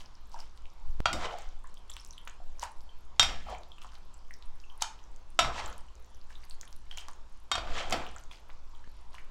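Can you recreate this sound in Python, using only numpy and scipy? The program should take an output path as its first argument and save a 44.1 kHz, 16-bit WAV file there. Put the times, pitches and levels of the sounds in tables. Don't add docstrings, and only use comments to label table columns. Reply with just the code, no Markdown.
import sys
import numpy as np
from scipy import signal
from scipy.fft import rfft, irfft, next_fast_len
from scipy.io import wavfile
from scipy.ndimage import uniform_filter1d

SR = 44100
rng = np.random.default_rng(int(sys.argv[2]) if len(sys.argv) > 2 else 0)


def to_wav(sig):
    pcm = np.clip(np.atleast_2d(sig), -1, 1) * 32767
    pcm = np.round(pcm).astype(np.int16)
    wavfile.write(sys.argv[1], SR, pcm.T)


def convert_level_to_amplitude(level_db):
    exponent = np.asarray(level_db, float) / 20
    return 10 ** exponent


N = 410130

# mode_hz, width_hz (before damping), level_db, lean (bowl +1, rim -1)
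POT_MODES = [(660, 34, -13, -0.11), (785, 24, -10, 0.98), (953, 14, -13, 0.42), (997, 35, -15.5, .1),
             (1174, 61, -5.5, 0.48), (1243, 35, -9.5, -.3), (1321, 36, -6, -0.16), (1434, 47, -9, -0.79),
             (1550, 35, -16.5, 0.22), (2200, 35, -13, 0.068), (2150, 39, -11.5, 0.96),
             (2534, 54, -11, -0.44), (3112, 60, -7.5, -0.38), (4930, 58, -14, .6), (5230, 45, -17.5, .1)]
# time_s, slosh_db, scrape_db
STROKE_TABLES = [
    [(1.14, -41, -55), (1.186, -50, -51), (1.258, -38.5, -40.5), (1.28, -47.5, -58), (1.338, -43, -53),
     (1.352, -50, -60), (1.396, -60, -55), (1.55, -72, -78)],
    [(3.29, -48, -47.5), (3.452, -82, -62), (3.464, -45, -59), (3.518, -40.5, -51.5), (3.628, -63, -82),
     (3.632, -71, -71), (3.696, -74, -87), (3.7, -67, -73)],
    [(5.46, -39.5, -46), (5.492, -41, -52), (5.496, -36, -63), (5.538, -52.5, -50.5), (5.598, -43, -40.5),
     (5.618, -46.5, -53), (5.648, -44.5, -50.5), (5.85, -75, -77)],
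    [(7.6, -54, -63), (7.69, -48, -53), (7.79, -41.5, -38), (7.868, -49.5, -53), (7.92, -41.5, -47),
     (7.924, -30, -32), (7.972, -43, -50.5), (8.2, -67.5, -66)],
]
# time_s, thud_db, boom_db
TABLE_JOLTS = [(0.9, -87, -41), (1.14, -43.5, -37.5), (3.289, -50.5, -40), (3.47, -57, -46.5),
               (5.44, -44, -40.5), (5.65, -58.5, -46.5), (7.6, -55, -46), (7.7, -56, -45),
               (7.93, -41, -42.5)]


def evened(x):
    return x / np.sqrt(np.mean(x ** 2) + 1e-20)


def read(points, hz):
    point_hz, value = np.transpose(points)
    return np.interp(np.log(hz + 1), np.log(point_hz + 1), value)


def add(mix, start_s, sound):
    part = mix[max(round(start_s * SR), 0):][:len(sound)]
    part += sound[:len(part)]


def colour(x, spectrum):
    size = next_fast_len(len(x))
    gain = convert_level_to_amplitude(read(spectrum, np.fft.rfftfreq(size, 1 / SR)))
    return evened(irfft(rfft(x, size) * gain, size)[:len(x)])


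def bursts(rows):
    gain, t = np.zeros(N), np.arange(N) / SR
    for peak_s, db, rise_s, t60_s in rows:
        corners_s = [peak_s - 3 * rise_s, peak_s, peak_s + 2 * t60_s]
        gain += convert_level_to_amplitude(np.interp(t, corners_s, [db - 90, db, db - 120], -200, -200))
    return gain


def random_sizes(count, spread_db):
    return convert_level_to_amplitude(spread_db * np.minimum(rng.exponential(1, count), 4))


def clicks(per_s, spread_db):
    return random_sizes(N, spread_db) * (rng.random(N) < per_s / SR) * rng.choice([-1., 1.], N)


def bubble(hz, cycles, glide):
    u = np.arange(int(5 * cycles * SR / hz) + 8) * hz / SR / cycles
    shape = (1 - np.exp(-u * 5)) * np.exp(-u * 1.3)
    phase_cycles = cycles * (u + glide * (u - np.tanh(u)))
    return np.sin(2 * np.pi * phase_cycles) * shape / shape.max()


def fizz(per_s, lo_hz, hi_hz, cycles, spread_db):
    out, count = np.zeros(N), 24
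    for hz in np.geomspace(lo_hz, hi_hz, count):
        at = np.flatnonzero(rng.random(N // 8) < 8 * per_s / count / SR) * 8
        train = np.zeros(N)
        train[at] = random_sizes(len(at), spread_db)
        out += signal.oaconvolve(train, bubble(hz, cycles, glide=0.024))[:N]
    return evened(out)


def ring(modes, damping, t, tilt_db=0, after=0):
    hz, width_hz, db = np.transpose(modes)[:, :, None]
    db = db + 1.2 * rng.standard_normal(hz.shape) + tilt_db * np.log2(hz / 2000)
    size = convert_level_to_amplitude(db) * np.sqrt(width_hz)
    rate = np.pi * width_hz * damping
    lingering = after * np.sqrt(width_hz.min() / width_hz) * np.exp(-0.27 * rate * t)
    decay = np.exp(-rate * t) + lingering
    return (size * decay * np.sin(2 * np.pi * (hz * t + rng.random(hz.shape)))).sum(0)


def knocks():
    # time_s, level_db, tilt_db_per_octave, ladle_over_pot_db, bowl_over_rim_db
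    blows = [(1.0569, -11, -6, -3.5, -4.5), (1.13, -22.5, 3.5, -20, 6), (3.1961, -3.5, -3, 6, 1.5),
             (3.229, -15.5, 1.5, -35, 1.5), (5.391, -7, -1.5, -7, 2.3), (5.447, -22, -5.5, -18, 14),
             (7.5158, -14, -3, 0, 1), (7.554, -20, -4.5, 0, 2), (7.58, -21.5, -6.5, -8, -8),
             (7.674, -33.5, -8.5, -1.5, 0), (7.925, -21.5, 5.5, -16, -8)]
    # mode_hz, width_hz (before damping), level_db, lean (bowl +1, rim -1)
    ladle_modes = [(2450, 26, -13, -1.2), (3221, 40, -2, -1.2), (3698, 18, -3, 0.99), (3786, 35, -9, -1),
                   (4620, 13, -7.5, -0.91), (4670, 41, -14, -1), (5563, 11, -6.5, 0.94),
                   (5656, 16, -8.5, 0.86), (6700, 28, -11.5, 0.91), (6870, 45, -10, -0.7),
                   (7550, 54, -2.5, 0.85), (8250, 63, -21, 1), (8850, 55, -24.5, 0.29), (10900, 67, -18, 1),
                   (12900, 40, -27, 0.94)]
    # freq_hz, level_db_per_hz
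    crack_spectrum = [(180, -11), (300, -35.5), (828, -11), (1900, 1.5), (3760, 6), (6100, 1), (7690, -3),
                      (8500, -5), (16000, -27.5)]
    out, t = np.zeros(N), np.arange(SR // 2) / SR
    for time_s, db, tilt_db, ladle_db, place_db in blows:
        damping = 2 - 0.02 * db
        ladle = [(hz, width, m_db + ladle_db + lean * place_db) for hz, width, m_db, lean in ladle_modes]
        pot = [(hz, width, m_db + lean * place_db) for hz, width, m_db, lean in POT_MODES]
        metal = ring(pot, damping, t, tilt_db)
        metal += ring(ladle, damping, t, tilt_db, after=convert_level_to_amplitude(-12))
        tilted = [(hz, c_db + tilt_db * np.log2(hz / 2000)) for hz, c_db in crack_spectrum]
        crack = damping * convert_level_to_amplitude(-8.5) * colour(rng.standard_normal(len(t)), tilted) * np.exp(-t / 0.0039)
        clang = convert_level_to_amplitude(-17) * colour(rng.standard_normal(len(t)), tilted) * np.exp(-t / 0.032)
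        metal /= np.sqrt(np.mean(metal[:200] ** 2))
        blow = (metal + crack + clang) * np.minimum(t / .0006, 1)
        add(out, time_s - .0005, convert_level_to_amplitude(db - 9) * blow)
        for late in rng.random(3):
            add(out, time_s + .005 * late, convert_level_to_amplitude(db - 21) * blow)
    return out


def stroke_gain(column):
    gain, t = np.zeros(N), np.arange(N) / SR
    for rows in STROKE_TABLES:
        rows = np.array(rows)
        corners_s = np.r_[rows[0, 0] - .02, rows[:, 0], rows[-1, 0] + .04]
        gain += convert_level_to_amplitude(np.interp(t, corners_s, np.r_[-90, rows[:, column], -90], -200, -200))
    return gain


def brighten(x, pivot_hz, bright_db):
    starts_s = [rows[0][0] - .1 for rows in STROKE_TABLES[1:]]
    lift = convert_level_to_amplitude(np.array(bright_db)[np.searchsorted(starts_s, np.arange(N) / SR)])
    low = signal.sosfiltfilt(signal.butter(2, pivot_hz, fs=SR, output="sos"), x)
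    high = x - low
    power = np.mean(low ** 2) / lift ** 2 + np.mean(high ** 2) * lift ** 2
    return (low / lift + high * lift) / np.sqrt(power)


def strokes():
    # freq_hz, level_db_per_hz
    slosh_spectrum = [(210, -37), (350, 0.5), (482, -1.5), (546, 0.5), (670, 7), (1360, -1.5), (1800, -14),
                      (2170, -20), (2500, -15), (3250, -47), (5500, -120)]
    # freq_hz, level_db_per_hz
    scrape_spectrum = [(880, -4), (1500, -1.5), (2080, -6), (2770, -3.5), (3550, -5.5), (4040, -8),
                       (7170, -15.5), (9280, -27.5), (16000, -51.5)]
    gurgle = fizz(600, 439, 2500, cycles=2.6, spread_db=3.5)
    slosh = colour(gurgle + 0.5 * rng.standard_normal(N), slosh_spectrum)
    grit = evened(clicks(3200, spread_db=2.8))
    froth = fizz(1800, 1732, 9000, cycles=4.0, spread_db=2.5)
    body = ring([mode[:3] for mode in POT_MODES[:13]], 3.1, np.arange(4000) / SR, tilt_db=4.0)
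    pot_chatter = evened(signal.oaconvolve(grit, body)[:N])
    scrape = evened(colour(grit + 0.81 * froth, scrape_spectrum) + 0.56 * pot_chatter)
    slosh = brighten(slosh, 1540, bright_db=[7, -7, 8.5, 6])
    scrape = brighten(scrape, 5300, bright_db=[4.2, 3.7, 4.4, 2.6])
    return stroke_gain(column=1) * slosh + stroke_gain(column=2) * scrape


def thuds():
    # freq_hz, level_db_per_hz
    thud_spectrum = [(50, -41), (95, -0.5), (170, 4), (250, -2.5), (360, -2), (600, -43.5)]
    rise_s, t60_s = 0.09, 0.43
    gain = convert_level_to_amplitude(-73.5) + bursts([(s, db, rise_s, t60_s) for s, db, _ in TABLE_JOLTS])
    return gain * colour(rng.standard_normal(N), thud_spectrum)


def splashes():
    # peak_s, peak_db, rise_s, t60_s
    landings = [(0.002, -50.5, 0.011, 0.17), (0.322, -57, 0.023, 0.35), (0.4, -52, 0.027, 0.19),
                (1.902, -51, 0.0098, 0.021), (1.96, -62.5, 0.045, 0.68), (2.628, -39.5, 0.04, 0.11),
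                (3.816, -54, .006, 0.21), (3.95, -56.5, .07, 0.11), (4.822, -31, 0.018, 0.042),
                (4.86, -61, .03, .5), (6.3, -57, 0.022, 0.25), (6.444, -60, 0.088, 0.089),
                (6.5, -64, .02, 0.23), (6.91, -52.5, .01, 0.22), (6.976, -42.5, .014, .2),
                (7.09, -62.5, .05, .3), (8.312, -53, .01, 0.29), (9.15, -52.5, .04, 0.058),
                (9.182, -57.5, .012, .15)]
    # freq_hz, level_db_per_hz
    spray_spectrum = [(350, -78), (600, -10.5), (858, -15.5), (1510, -19), (3120, 0), (3480, -11),
                      (5330, 2.5), (5870, 2), (16000, -40.5)]
    spray = fizz(1000, 861, 10600, cycles=1.63, spread_db=5) + 0.4 * rng.standard_normal(N)
    return bursts(landings) * colour(spray, [(hz, 0.4 * db) for hz, db in spray_spectrum])


def droplets():
    # time_s, peak_db, pitch_hz, ringing_cycles
    drops = [(0.0593, -45.5, 5660, 9.3), (0.153, -48, 5700, 7.2), (0.318, -45, 5300, 1.9),
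             (0.343, -41, 5500, 3.3), (0.3904, -43, 5300, 4.6), (0.4038, -35.5, 5000, 5.7),
             (0.5761, -41.5, 4450, 1), (0.6561, -42, 2930, 1.9), (1.3118, -38, 3240, 4.4),
             (1.3867, -35, 6900, 1.3), (1.421, -44, 6540, 4.1), (1.49, -46, 6000, 2.8),
             (1.641, -49, 8360, 2.7), (1.673, -47, 7360, 4.4), (1.7429, -41, 7640, 1.3),
             (1.772, -45.5, 3370, 5.6), (1.897, -41, 3230, 6.9), (1.9, -34.5, 7350, 9.5),
             (1.906, -34.5, 9750, 1.8), (1.9166, -37, 3710, 3.4), (1.938, -38, 5750, 4.7),
             (1.967, -29, 2980, 1.3), (1.967, -39, 7940, 4.2), (1.981, -55, 8360, 2.7),
             (1.999, -42, 5500, 12), (2.049, -32.5, 7260, 1.6), (2.0638, -41, 6000, 3.1),
             (2.075, -47, 12000, 3), (2.1084, -35.5, 5900, 6), (2.127, -44, 5940, 3.3),
             (2.1802, -36, 3230, 4.3), (2.2523, -43, 10000, 2.4), (2.276, -29.5, 2860, 1.34),
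             (2.279, -41, 6650, 6.5), (2.2975, -39.5, 6900, 3.6), (2.5962, -29.5, 6300, 2.6),
             (2.62, -35, 6140, 4.3), (2.6317, -36, 8080, 1.8), (2.719, -46.5, 9210, 4.1),
             (2.8075, -43, 4930, 1.4), (2.8926, -49, 3220, 12), (3.502, -44, 10360, 2.6),
             (3.549, -38, 2320, 2.9), (3.5843, -45.5, 7150, 5.2), (3.6343, -41.5, 4260, 2.1),
             (3.7183, -41, 3420, 7.3), (3.7833, -43.5, 2980, 4), (3.819, -39, 3300, 2.8),
             (3.818, -45, 6050, 3), (3.8903, -49.5, 3010, 4.7), (4.1424, -45, 7600, 8.8),
             (4.3088, -37.5, 1985, 3.5), (4.3394, -38, 5800, 4.2), (4.425, -38.5, 3750, 1.5),
             (4.6013, -42, 5300, 2), (4.6385, -49, 2810, 12), (4.7, -45.5, 3060, 7.3),
             (4.7776, -46, 10150, 4.2), (4.809, -39, 4200, 5.2), (4.8224, -16.5, 6630, 5.2),
             (4.8226, -18.5, 9000, 2.3), (4.9907, -46, 3120, 2.4), (5.04, -50, 5930, 5.7),
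             (5.1623, -43.5, 7020, 2.6), (5.3036, -48, 9200, 4.4), (5.661, -32, 7230, 5.9),
             (5.7283, -41, 5940, 3.9), (5.7809, -36, 9050, 1.5), (5.8849, -53.5, 2940, 5.4),
             (5.9543, -46, 7010, 3.2), (6.0463, -49, 6600, 3.5), (6.1468, -49, 6040, 5.7),
             (6.2144, -46.5, 4660, 2.7), (6.2728, -57, 8700, 2.9), (6.3054, -45, 1790, 2.6),
             (6.3544, -44, 3450, 7.8), (6.44, -47, 4510, 5.4), (6.452, -47, 11000, 3),
             (6.4984, -37.5, 7650, 4.4), (6.51, -36, 4300, 3.8), (6.6125, -28, 6250, 2.5),
             (6.677, -41, 3430, 2.4), (6.6796, -47, 10700, 5.1), (6.728, -34.5, 6320, 1.3),
             (6.913, -35.5, 3150, 8.3), (6.974, -28.5, 6620, 2.7), (6.9839, -29.5, 3120, 4.9),
             (7.085, -29.5, 5830, 1), (7.899, -31, 8000, 2.5), (7.909, -25, 6550, 2.2),
             (8.0657, -33.5, 2950, 2.7), (8.1144, -47.5, 9150, 3.6), (8.1632, -41, 7020, 10),
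             (8.184, -38, 6300, 2.5), (8.238, -42.5, 6700, 2.7), (8.312, -46.5, 2400, 6.4),
             (8.3136, -41, 3430, 6.9), (8.358, -46, 4800, 3.2), (8.5015, -41.5, 2430, 1.7),
             (8.7498, -50, 3420, 5.5), (9.145, -45.5, 9200, 1.5)]
    out = np.zeros(N)
    for time_s, db, hz, cycles in drops:
        glide = -0.04 + 0.115 * rng.standard_normal()
        slap = np.diff(rng.standard_normal(30), 2) * np.exp(-np.arange(28) / 18.0)
        add(out, time_s - .0002, convert_level_to_amplitude(db) * bubble(hz, cycles, glide))
        add(out, time_s - .0002, convert_level_to_amplitude(db - 24.5) * slap)
        for late, size, faint in rng.random((3, 3)):
            spatter_db = min(db, -34) - 19 * (.5 + faint)
            add(out, time_s + .05 * late, convert_level_to_amplitude(spatter_db) * bubble(8500 * (0.395 + size), 4.5, glide))
    return out


def plops():
    # time_s, peak_db, pitch_hz, ringing_cycles
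    lumps = [(0.343, -35, 920, 5.2), (1.226, -30, 1000, 1.5), (1.643, -43.5, 1070, 4.4),
             (1.968, -46.5, 1030, 3.3), (2.274, -33.5, 1370, 1.36), (2.402, -45.5, 695, 2.2),
             (2.591, -48, 1050, 3), (2.63, -30, 920, 4.6), (2.89, -56, 807, 2.8), (3.465, -51, 692, 3.2),
             (3.782, -50, 1150, 2.5), (3.819, -52, 1220, 4.1), (3.846, -37, 1090, 1.8),
             (3.934, -50, 1275, 2.2), (4.82, -25, 887, 4.6), (5.495, -32, 820, 2.6),
             (6.304, -50.5, 1570, 2.3), (6.632, -40, 1620, 1.05), (6.974, -38.5, 2280, 2.5),
             (7.084, -35.5, 1050, 1.65), (8.163, -40, 1370, 3.3), (8.312, -46.5, 1010, 2.2),
             (8.495, -40.5, 1040, 0.8), (8.841, -50.5, 1664, 3.9), (9.144, -40, 1004, 1.9),
             (9.183, -36.5, 2030, 2)]
    out = np.zeros(N)
    for time_s, db, hz, cycles in lumps:
        add(out, time_s, convert_level_to_amplitude(db) * bubble(hz, cycles, glide=0.018))
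        for late, size in rng.random((5, 2)):
            neighbour = bubble(hz * (.7 + 1.1 * size), cycles, glide=0.03)
            add(out, time_s + 0.027 * late, convert_level_to_amplitude(db - 7 - 10.6 * late) * neighbour)
    return out


def foam():
    strays = convert_level_to_amplitude(-88) * fizz(4, 2000, 11300, cycles=5.3, spread_db=-4.5)
    return strays + convert_level_to_amplitude(-82) * fizz(25, 4900, 15000, cycles=3.5, spread_db=-2.5)


def kitchen(x):
    # freq_hz, t60_s
    decay_times = [(300, 0.32), (1000, 0.39), (3000, 0.27), (8000, 0.28), (15000, 0.079)]
    # freq_hz, level_db
    wall_colour = [(300, -1), (1000, -0.5), (3000, 0), (7000, -5.5), (14000, -6.5)]
    taps = np.zeros(SR // 2)
    at = np.arange(130, len(taps) - 20, 20)
    taps[at + rng.integers(0, 20, len(at))] = rng.choice([-1., 1.], len(at))
    hz, t, z = signal.stft(taps, SR, nperseg=256)
    decay_db = read(wall_colour, hz)[:, None] - 60 * t / read(decay_times, hz)[:, None]
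    tail = signal.istft(z * convert_level_to_amplitude(decay_db), SR, nperseg=256)[1]
    return signal.oaconvolve(x, tail / np.linalg.norm(tail))[:N]


def hiss():
    # freq_hz, level_db_per_hz
    hiss_spectrum = [(53, -29), (90, -21), (119, -10.5), (305, -18.5), (354, -13), (733, -12.5),
                     (969, -7.5), (1800, -20.5), (3210, -21), (5250, -23.5), (7400, -28.5), (8970, -37.5),
                     (12000, -40.5)]
    # freq_hz, level_db_per_hz
    top_spectrum = [(13000, -58), (16000, -68)]
    hz, _, z = signal.stft(rng.standard_normal(N + 2048), SR, nperseg=1024, noverlap=768)
    patches = uniform_filter1d(rng.standard_normal(z.shape), 12, 0)
    patches = evened(uniform_filter1d(patches, 16, 1))
    gain_db = read(hiss_spectrum + top_spectrum, hz)[:, None] + 2.0 * patches
    noise = signal.istft(z * convert_level_to_amplitude(gain_db), nperseg=1024, noverlap=768)[1][:N]
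    return convert_level_to_amplitude(-63.5) * evened(noise)


def hum():
    # pitch_hz, waver_rms_db (of the gain on a unit sine)
    tones = [(120, -76.5), (175, -78.5)]
    out, t = np.zeros(N), np.arange(N) / SR
    for hz, db in tones:
        waver = colour(rng.standard_normal(N), [(0, 8.0), (2, 2), (5, -35.5), (20000, -120)])
        out += convert_level_to_amplitude(db) * waver * np.sin(2 * np.pi * hz * t)
    return out


def rumble():
    # freq_hz, level_db_per_hz
    rumble_spectrum = [(1, -6), (4, 6), (12, 6), (22, -12), (35, -16.5), (50, -22), (90, -83.5)]
    # peak_s, peak_db
    swells = [(0.9, -26), (1.491, -28), (2.5, -37.5), (3.31, -29), (4.48, -36), (5.13, -38), (7.72, -29.5),
              (7.98, -37)]
    rise_s, t60_s = 0.14, 0.39
    gain = convert_level_to_amplitude(-39) + bursts([(s, db, rise_s, t60_s) for s, db in swells])
    return gain * colour(rng.standard_normal(N), rumble_spectrum)


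def booms():
    # freq_hz, level_db_per_hz
    boom_spectrum = [(20, -48.5), (38, -2.5), (52, 6.5), (75, -4), (100, -20), (130, -58.5)]
    rise_s, t60_s = 0.074, 0.45
    gain = convert_level_to_amplitude(-57.5) + bursts([(s, db, rise_s, t60_s) for s, _, db in TABLE_JOLTS])
    return gain * colour(rng.standard_normal(N), boom_spectrum)


def snaps():
    # peak_s, peak_db, swell_s
    offset_clicks = [(1.0039, -21, 0.017), (8.876, -42, 0.01)]
    out, t = np.zeros(N), np.arange(N) / SR
    for peak_s, db, swell_s in offset_clicks:
        before, after = np.minimum(t - peak_s, 0), np.maximum(t - peak_s, 0)
        out += convert_level_to_amplitude(db) * np.exp(before / swell_s - after / .00004)
    return out


def scene():
    metal = knocks() + strokes() + thuds()
    soup = splashes() + droplets() + plops() + foam()
    room = kitchen(convert_level_to_amplitude(-9.5) * metal + convert_level_to_amplitude(-10) * soup)
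    background = hiss() + hum() + rumble() + booms() + snaps()
    return (metal + soup + room + background)[None]


def low_pass(x):
    return signal.sosfilt(signal.butter(12, 16560, fs=SR, output="sos"), x)


def record(dry):
    edge = signal.firwin(255, 16200, window=("kaiser", 8), fs=SR)
    mix = signal.oaconvolve(dry, edge[None], "same")
    return low_pass(mix)


dry = scene()
out = record(dry)
to_wav(out)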